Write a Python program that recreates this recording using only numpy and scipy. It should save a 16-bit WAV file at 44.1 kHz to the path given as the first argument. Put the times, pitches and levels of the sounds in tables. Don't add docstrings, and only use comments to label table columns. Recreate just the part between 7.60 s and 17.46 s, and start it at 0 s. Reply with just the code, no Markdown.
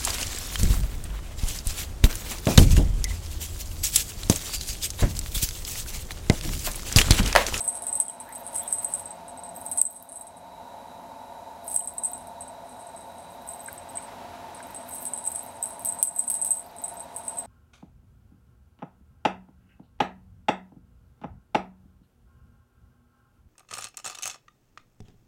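import sys
import numpy as np
from scipy import signal
from scipy.fft import rfft, irfft, next_fast_len
from scipy.io import wavfile
from scipy.ndimage import uniform_filter1d, map_coordinates

SR = 44100
rng = np.random.default_rng(int(sys.argv[2]) if len(sys.argv) > 2 else 0)


def dump(signal):
    limited = np.clip(np.atleast_2d(signal).T, -1, 1)
    pcm = np.round(limited * 32767).astype(np.int16)
    wavfile.write(sys.argv[1], SR, pcm)


def attenuation_scalar(level_db):
    decades = np.asarray(level_db, float) / 20
    return 10 ** decades


N = 434826

# centre [f/Hz], width [f/Hz], relative level [level/dB]
FAN_RESONANCES = [(48.4, 7.6, -11), (89.3, 29, -12), (176.5, 14, -12.5), (247.5, 50, -9.5),
                  (561.5, 54, -9.5), (689.6, 65.6, -1.5), (901, 119, -4.5), (1457, 80, -21.5),
                  (2435, 20, -29), (3894, 200, -22.5), (11400, 120, -33.5)]
# [f/Hz], relative level per Hz [level/dB]
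HISS_COLOUR = [(15, -80), (35, -48), (60, -20.5), (400, -18), (950, -8.5), (1100, -20), (3250, -32.5),
               (11300, -35), (15700, -44), (16200, -76.5)]
# [f/Hz], relative level per Hz [level/dB]
CLOTH_COLOUR = [(500, 6), (1200, 5.5), (3000, -2.5), (6000, -9.5), (12000, -17), (15700, -21), (16200, -60)]
# start [t/s], length [t/s], rustle [level/dB]
SWISHES = [(0, 0.58, -56.5), (0.977, 0.35, -53), (6.55, 0.41, -49), (7.401, 2.5, -56)]
# start [t/s], length [t/s], start pitch [f/Hz], end pitch [f/Hz], [level/dB]
SQUEAKS = [(.48, 0.034, 3350, 2880, -53), (0.651, 0.097, 1470, 2020, -47.5),
           (0.995, 0.089, 3000, 3670, -50.5), (9.036, 0.022, 4490, 5120, -58), (9.06, .02, 4460, 5640, -54),
           (9.09, 0.02, 4560, 4800, -58)]
# start [t/s], relative level [level/dB], lower pitch [f/Hz]
KNOCKS = [(4.2063, -42, 3020), (6.0847, -27, 1580), (6.3814, -36.5, 2280), (7.003, -32, 1590)]
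# start [t/s], length [t/s], relative crackle [level/dB], treble ticks over it [level/dB]
SHAKES = [(0, 0.054, -43.5, -9), (.25, 0.3, -58, -6), (0.693, .16, -65, 1.5), (0.935, 0.42, -49, -6),
          (1.97, 0.39, -58.5, 1), (2.42, .2, -65.5, 2), (4.111, 0.077, -51, -1.5), (4.35, 0.23, -65.5, -4),
          (5.05, 1, -69.5, -10), (5.88, 0.24, -62, 2), (6.304, .12, -65, 0), (7.05, .13, -65, -3),
          (7.307, 0.16, -53, 1), (7.65, 0.13, -52.5, -3), (7.86, .14, -64, -8), (8.031, .32, -58.5, -4),
          (8.555, .2, -52.5, -3), (8.84, 0.076, -49, 0), (9.19, .22, -66, -1.5), (9.56, 0.25, -62.5, -5)]
# time [t/s], ring [level/dB], click [level/dB], treble tick [level/dB]
STRIKES = [(.0061,-23,-24,-34),(0.0782,-17,-12,-34),(.1272,-36,-26,-45),(.222,-50,-19,-32),(.2677,-24,-14,-28),(.284,-21,-30,-42),
           (0.328,-19,-24,-42),(0.354,-20,-15.5,-25),(0.401,-11.5,-7,-29),(0.421,-22,-22,-41),(.4823,-25.5,-19.5,-44),(0.6014,-29.5,-22.5,-47),(0.7252,-34.5,-34,-32),
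           (0.751,-43,-26,-37),(.8661,-38,-18.5,-40),(.9609,-28,-18,-30),(.98,-21,-20,-29),(0.9959,-23.5,-27,-42),(1.0782,-24,-24,-36),(1.1261,-16,-16,-25.5),
           (1.1341,-18,-21,-37),(1.184,-20,-18.5,-40),(1.2459,-19,-19,-36),(1.3382,-19,-25,-33),(1.3493,-30,-24,-48),(1.4,-47,-27.5,-35),(1.4566,-29.5,-36,-56),(1.5067,-33,-44,-52),
           (1.6817,-41.5,-31,-53),(1.7748,-36.5,-37,-49),(1.8352,-32.5,-35,-50),(1.891,-38.5,-37,-47),(1.9618,-37,-45,-54),(2.0147,-50,-25.5,-34),(2.064,-28.5,-24,-35),
           (2.1144,-31,-14,-28),(2.1745,-27,-13,-27),(2.1827,-18,-21.5,-36),(2.215,-4,-8.5,-10),(2.2256,-24,-27.5,-33),(2.253,-14,-21.5,-44),(2.3639,-33,-21.5,-35),
           (2.4253,-46,-44,-24),(2.4904,-45,-22.5,-38),(2.5202,-44,-19,-38),(2.558,-30,-21,-43),(2.6105,-31,-27,-45),(2.669,-47,-31,-53),(2.7698,-47,-33.5,-49),
           (4.046,-65,-55,-33),(4.0792,-40,-20.5,-36),(4.099,-41.5,-38,-30),(4.143,-23,-14.5,-25),(4.155,-28,-18,-26),(4.1623,-13,-8,-30),(4.1729,-16.5,-16,-32),(4.2365,-28,-27,-46),(4.258,-50,-45,-30),(4.2744,-21,-19.5,-38),(4.3385,-52,-48,-31),(4.3816,-26.5,-21,-47),
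           (4.4356,-22,-19,-32),(4.447,-17,-18,-36),(4.4532,-18.5,-30,-41),(4.4599,-26,-17.5,-32),(4.5171,-55,-49,-27),(4.5333,-28.5,-37,-34),(4.5785,-50,-29,-45),(4.6711,-60,-33.5,-37),
           (4.8078,-33.5,-27,-47),(4.879,-43,-34.5,-50),(5.093,-60,-35,-56),(5.2698,-41,-39,-52),(5.3634,-40,-34,-50),(5.4083,-45,-41,-52),(5.822,-64,-50,-40),(5.876,-36,-30,-42),
           (5.8888,-32,-35,-55),(5.935,-33,-31,-40),(5.947,-40,-45,-36),(5.994,-40,-40,-50),(6.0239,-56,-53,-38),(6.0436,-58,-50,-35),(6.061,-36,-38,-53),(6.0803,-37,-33,-46),(6.129,-57,-51,-25),(6.179,-38,-47,-55),(6.29,-41.5,-42,-53),(6.3556,-34,-40,-54),(6.372,-26,-36,-47),(6.424,-43,-33,-47),(6.9473,-39,-32,-45),(7.028,-39,-33,-54),
           (7.0694,-53,-55,-35),(7.1467,-35,-26,-46),(7.1614,-32,-32,-49),(7.107,-53,-50,-36),(7.2825,-54,-50,-33),(7.297,-57,-38,-32),(7.326,-31,-31,-47),(7.348,-45,-29,-24),(7.3824,-36,-25.5,-46),
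           (7.4266,-35,-41,-25),(7.454,-24.5,-16,-26),(7.471,-27.5,-30,-42),(7.5356,-21.5,-20,-43),(7.576,-26.5,-25,-35),(7.652,-29,-26,-39),(7.6632,-24,-20,-28),(7.6744,-20,-26,-43),(7.7174,-29,-28,-26),
           (7.7492,-28,-24,-43),(7.759,-27,-19,-34),(7.7922,-31,-29,-39),(7.864,-54,-30,-32),(8.0273,-22,-24.5,-22),(8.0567,-28,-17.5,-37),(8.1323,-40,-34,-51),(8.1942,-57,-26,-33),
           (8.222,-55,-45,-30),(8.249,-27,-28,-15),(8.2573,-22.5,-13.5,-28),(8.288,-18.5,-18,-31),(8.3235,-23,-26,-28),(8.3876,-33,-28,-41),(8.428,-10.5,-4,-7),(8.436,-18,-25,-27),
           (8.4728,-15,-15,-29),(8.562,-21,-28,-25),(8.587,-18,-30,-21),(8.5923,-10,-9,-29),(8.5989,-21,-30,-36),(8.679,-16,-20,-30),(8.7001,-16,-7,-10),(8.7416,-18,-13,-25),
           (8.8158,-18,-15.5,-39),(8.848,-18,-11,-17),(8.8755,-25,-35,-30),(8.907,-12.5,-26,-26),(8.9164,-12,-12.5,-20),(8.9693,-25,-26,-27),(8.995,-26.5,-21,-46),
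           (9.1133,-65,-57,-40),(9.165,-41,-31,-36),(9.185,-33,-32.5,-42),(9.218,-50,-42.5,-27),(9.239,-23,-26,-45),(9.2434,-22,-29,-30),(9.2807,-35,-21,-35),(9.3413,-60,-50,-31),(9.3701,-36,-50,-47),(9.3972,-42,-27,-44),
           (9.404,-35,-41,-42),(9.5627,-27,-24,-42),(9.5683,-41,-20.5,-30),(9.6806,-26,-23,-32),(9.772,-30,-33,-50),(9.786,-22.5,-26,-32),(9.7977,-31,-32,-41)]
# [f/Hz], relative level [level/dB], time to fade by 60 dB [t/s]
SHELL_MODES = [(8191, 2.5, 0.061), (8460, -10.5, 0.058), (8010, -22.5, 0.028), (8350, -13, 0.19),
               (9260, -36.5, 0.05), (9720, -17.5, 0.032)]
# [f/Hz], relative level per Hz [level/dB]
CLICK_COLOUR = [(4000, -44), (7000, -34), (7800, -14), (8600, 0), (10000, -2), (11000, -12), (12500, -32),
                (16500, -50)]
TICK_COLOUR = [(1000, -28.5), (6000, -2.5), (9000, -4.5), (12000, 19), (15000, 12), (15800, 2.5),
               (16300, -21.5)]


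def along(points, hz):
    f, value = np.transpose(points)
    return np.interp(np.log(hz + 1), np.log(f + 1), value)


def unit(x):
    return x / np.sqrt(np.mean(x ** 2))


def filtered(x, response):
    size = next_fast_len(N + 8192)
    return irfft(rfft(x, size) * response(np.fft.rfftfreq(size, 1 / SR)), size)[:N]


def coloured_noise(colour):
    return unit(filtered(rng.standard_normal(N), lambda f: attenuation_scalar(along(colour, f))))


def pulse(colour, size=512):
    cepstrum = irfft(np.log(attenuation_scalar(along(colour, np.fft.rfftfreq(size, 1 / SR)))), size)
    cepstrum[1:size // 2] *= 2
    cepstrum[size // 2 + 1:] = 0
    p = irfft(np.exp(rfft(cepstrum)), size)
    return p / abs(p).max()


def wobble(rate, size=N):
    knots = rng.standard_normal(int(size * rate / SR) + 4)
    return map_coordinates(knots, [np.arange(size) * rate / SR])


def bouts(start, length, db, rise, fade):
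    t = np.arange(0, N + 64, 64) / SR
    start, length, db = (np.asarray(v)[:, None] for v in (start, length, db))
    before = np.maximum(start - t, 0)
    after = np.maximum(t - start - length, 0)
    power = attenuation_scalar(db - rise * before - fade * after) ** 2
    return np.interp(np.arange(N) / SR, t, np.sqrt(power.sum(0)))


def fan():
    drone = np.zeros(N)
    for hz, width, db in FAN_RESONANCES:
        band = filtered(rng.standard_normal(N), lambda f: (1 + (2 * (f - hz) / width) ** 2) ** -.9)
        waver_db = (1.8 if hz < 300 else 1.0) * wobble(1.505)
        drone += attenuation_scalar(db + waver_db) * band
    return attenuation_scalar(-44) * unit(drone) + attenuation_scalar(-49.5) * coloured_noise(HISS_COLOUR)


def rustle():
    movement = bouts(*np.transpose(SWISHES), rise=13.5, fade=18.5)
    return movement * attenuation_scalar(wobble(40)) * coloured_noise(CLOTH_COLOUR)


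def squeaks():
    out = np.zeros(N)
    for s, length, start_hz, end_hz, db in SQUEAKS:
        u = np.linspace(0, 1, round(length * SR))
        hz = start_hz + (end_hz - start_hz) * u + 250 * wobble(497.6, size=len(u))
        swell = attenuation_scalar(db + 3.7 * wobble(302, size=len(u))) * np.sin(np.pi * u)
        out[round(s * SR):][:len(u)] += swell * np.sin(2 * np.pi * np.cumsum(hz) / SR)
    return out


def knocks():
    out = np.zeros(N)
    t = np.arange(SR // 20) / SR
    for s, db, hz in KNOCKS:
        low = np.sin(2 * np.pi * hz * t)
        high = np.sin(2 * np.pi * 1.3 * hz * t)
        knock = low + 0.38 * high + 0.3 * low * wobble(1500, size=len(t))
        envelope = attenuation_scalar(db + 1.5 - 60 * t / 0.023) * (1 - np.exp(-t / 0.00069))
        out[round(s * SR):][:len(t)] += envelope * knock
    return out


def shaking(db, jerk_db):
    start, length = np.transpose(SHAKES)[:2]
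    return attenuation_scalar(22.5 + jerk_db * wobble(25)) * bouts(start, length, db, rise=246, fade=130)


def afterglow(strike_pulses):
    t = np.arange(SR // 5) / SR
    return abs(signal.fftconvolve(strike_pulses ** 2, attenuation_scalar(-60 * t / 0.052))[:N])


def rattle(body, top):
    crackle_db, treble_db = np.transpose(SHAKES)[2:]
    shake = shaking(crackle_db, jerk_db=5.4)
    bright = shaking(crackle_db + treble_db, jerk_db=6.0)
    rates = np.array([[500], [260]]) / SR
    uneven = attenuation_scalar(5.5 * rng.standard_normal((2, N)))
    hits = (rng.random((2, N)) < rates) * uneven * rng.choice([-1, 1], N)
    bounces = hits[0] * np.sqrt(afterglow(body) + shake ** 2)
    ticks = hits[1] * np.sqrt(afterglow(top) + bright ** 2)
    t = np.arange(SR // 5) / SR
    shell = sum(attenuation_scalar(db - 60 * t / t60) * np.sin(2 * np.pi * hz * t) for hz, db, t60 in SHELL_MODES)
    sound = attenuation_scalar(-23.5) * signal.fftconvolve(bounces, shell)[:N]
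    sound += attenuation_scalar(-11.5) * signal.fftconvolve(bounces, pulse(CLICK_COLOUR))[:N]
    return sound + attenuation_scalar(-11.0) * signal.fftconvolve(ticks, pulse(TICK_COLOUR))[:N]


def contacts(count=4):
    graze_s, bounce_s = .008, .0095
    graze_loss_db, bounce_loss_db, spread_db = 22.5, 7, 4
    rows = np.array(sorted(map(tuple, STRIKES)))
    luck = rng.standard_normal((len(rows), count + 1, 5))
    flight = np.exp(.45 * luck[..., 0])
    delay = np.c_[-graze_s * flight[:, 0], bounce_s * np.cumsum(flight[:, 1:], axis=1)]
    loss_db = np.r_[graze_loss_db, bounce_loss_db * np.arange(1, count + 1)] + spread_db * luck[..., 1]
    levels = rows[:, None, 1:] - abs(loss_db)[..., None] - [0, 4.5, 7.5] + 1.7 * luck[..., 2:]
    s = rows[:, :1] + delay
    following = np.r_[rows[1:, 0], N / SR][:, None]
    previous = np.r_[0, rows[:-1, 0]][:, None]
    free = (s < following - .003) & (s > previous + .003)
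    every = np.r_[rows, np.c_[s[free], levels[free]]]
    return every[np.argsort(every[:, 0])]


def shell_ring(at, ring_db):
    last = np.searchsorted(at, np.arange(N), side="right") - 1
    age = (np.arange(N) - at[last]) / SR
    ring = np.zeros(N)
    drift = .7 * wobble(100)
    for k, (hz, db, t60) in enumerate(SHELL_MODES):
        spot = rng.standard_normal((len(at), 2)) * [4.0, .016] * (k > 0)
        size = attenuation_scalar(ring_db + db + spot[:, 0])
        fade = attenuation_scalar(-60 * abs(age) / t60)
        tone = np.sin(2 * np.pi * hz * (1 + spot[last, 1]) * age + drift)
        ring += (last >= 0) * size[last] * fade * tone
    ring *= attenuation_scalar(1.7 * wobble(150))
    return filtered(ring, lambda f: 1 / (1 + (7500 / (f + 1)) ** 24) / (1 + (f / 10800) ** 16))


def bell():
    s, ring_db, click_db, tick_db = contacts().T
    at = np.round(s * SR).astype(int)
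    body, top = np.zeros(N), np.zeros(N)
    body[at], top[at] = attenuation_scalar(click_db), attenuation_scalar(tick_db)
    clicks = signal.fftconvolve(body, pulse(CLICK_COLOUR))[:N]
    ticks = signal.fftconvolve(top, pulse(TICK_COLOUR))[:N]
    return shell_ring(at, ring_db) + clicks + ticks + rattle(body, top)


def room(x, t60=0.19, wet_db=-11.0):
    t = np.arange(SR // 4) / SR
    tail = rng.standard_normal(len(t)) * attenuation_scalar(-60 * t / t60) * (t > .003)
    return x + attenuation_scalar(wet_db) * signal.fftconvolve(x, tail / np.linalg.norm(tail))[:N]


def scene():
    return (fan() + rustle() + squeaks() + knocks() + room(bell()))[None]


def top_cut(x):
    return signal.sosfilt(signal.butter(12, 16820, fs=SR, output="sos"), x)


def record(dry, knee_db=-19.5, share=0.61, release_db=10.5):
    t = np.arange(N) / SR
    heard = filtered(dry[0], lambda f: 1 / (1 + (42 / (f + 1)) ** 6))
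    power = uniform_filter1d(heard ** 2, size=130, origin=64)
    level_db = 10 * np.log10(abs(power) + 1e-12)
    wanted_cut_db = share * np.maximum(level_db - knee_db, 0)
    cut_db = np.maximum.accumulate(wanted_cut_db + release_db * t) - release_db * t
    levelled = heard[None] * attenuation_scalar(-uniform_filter1d(cut_db, size=90, origin=44))
    rounded = .8 * np.tanh(levelled / .8)
    return top_cut(rounded)


dry = scene()
out = record(dry)
dump(out)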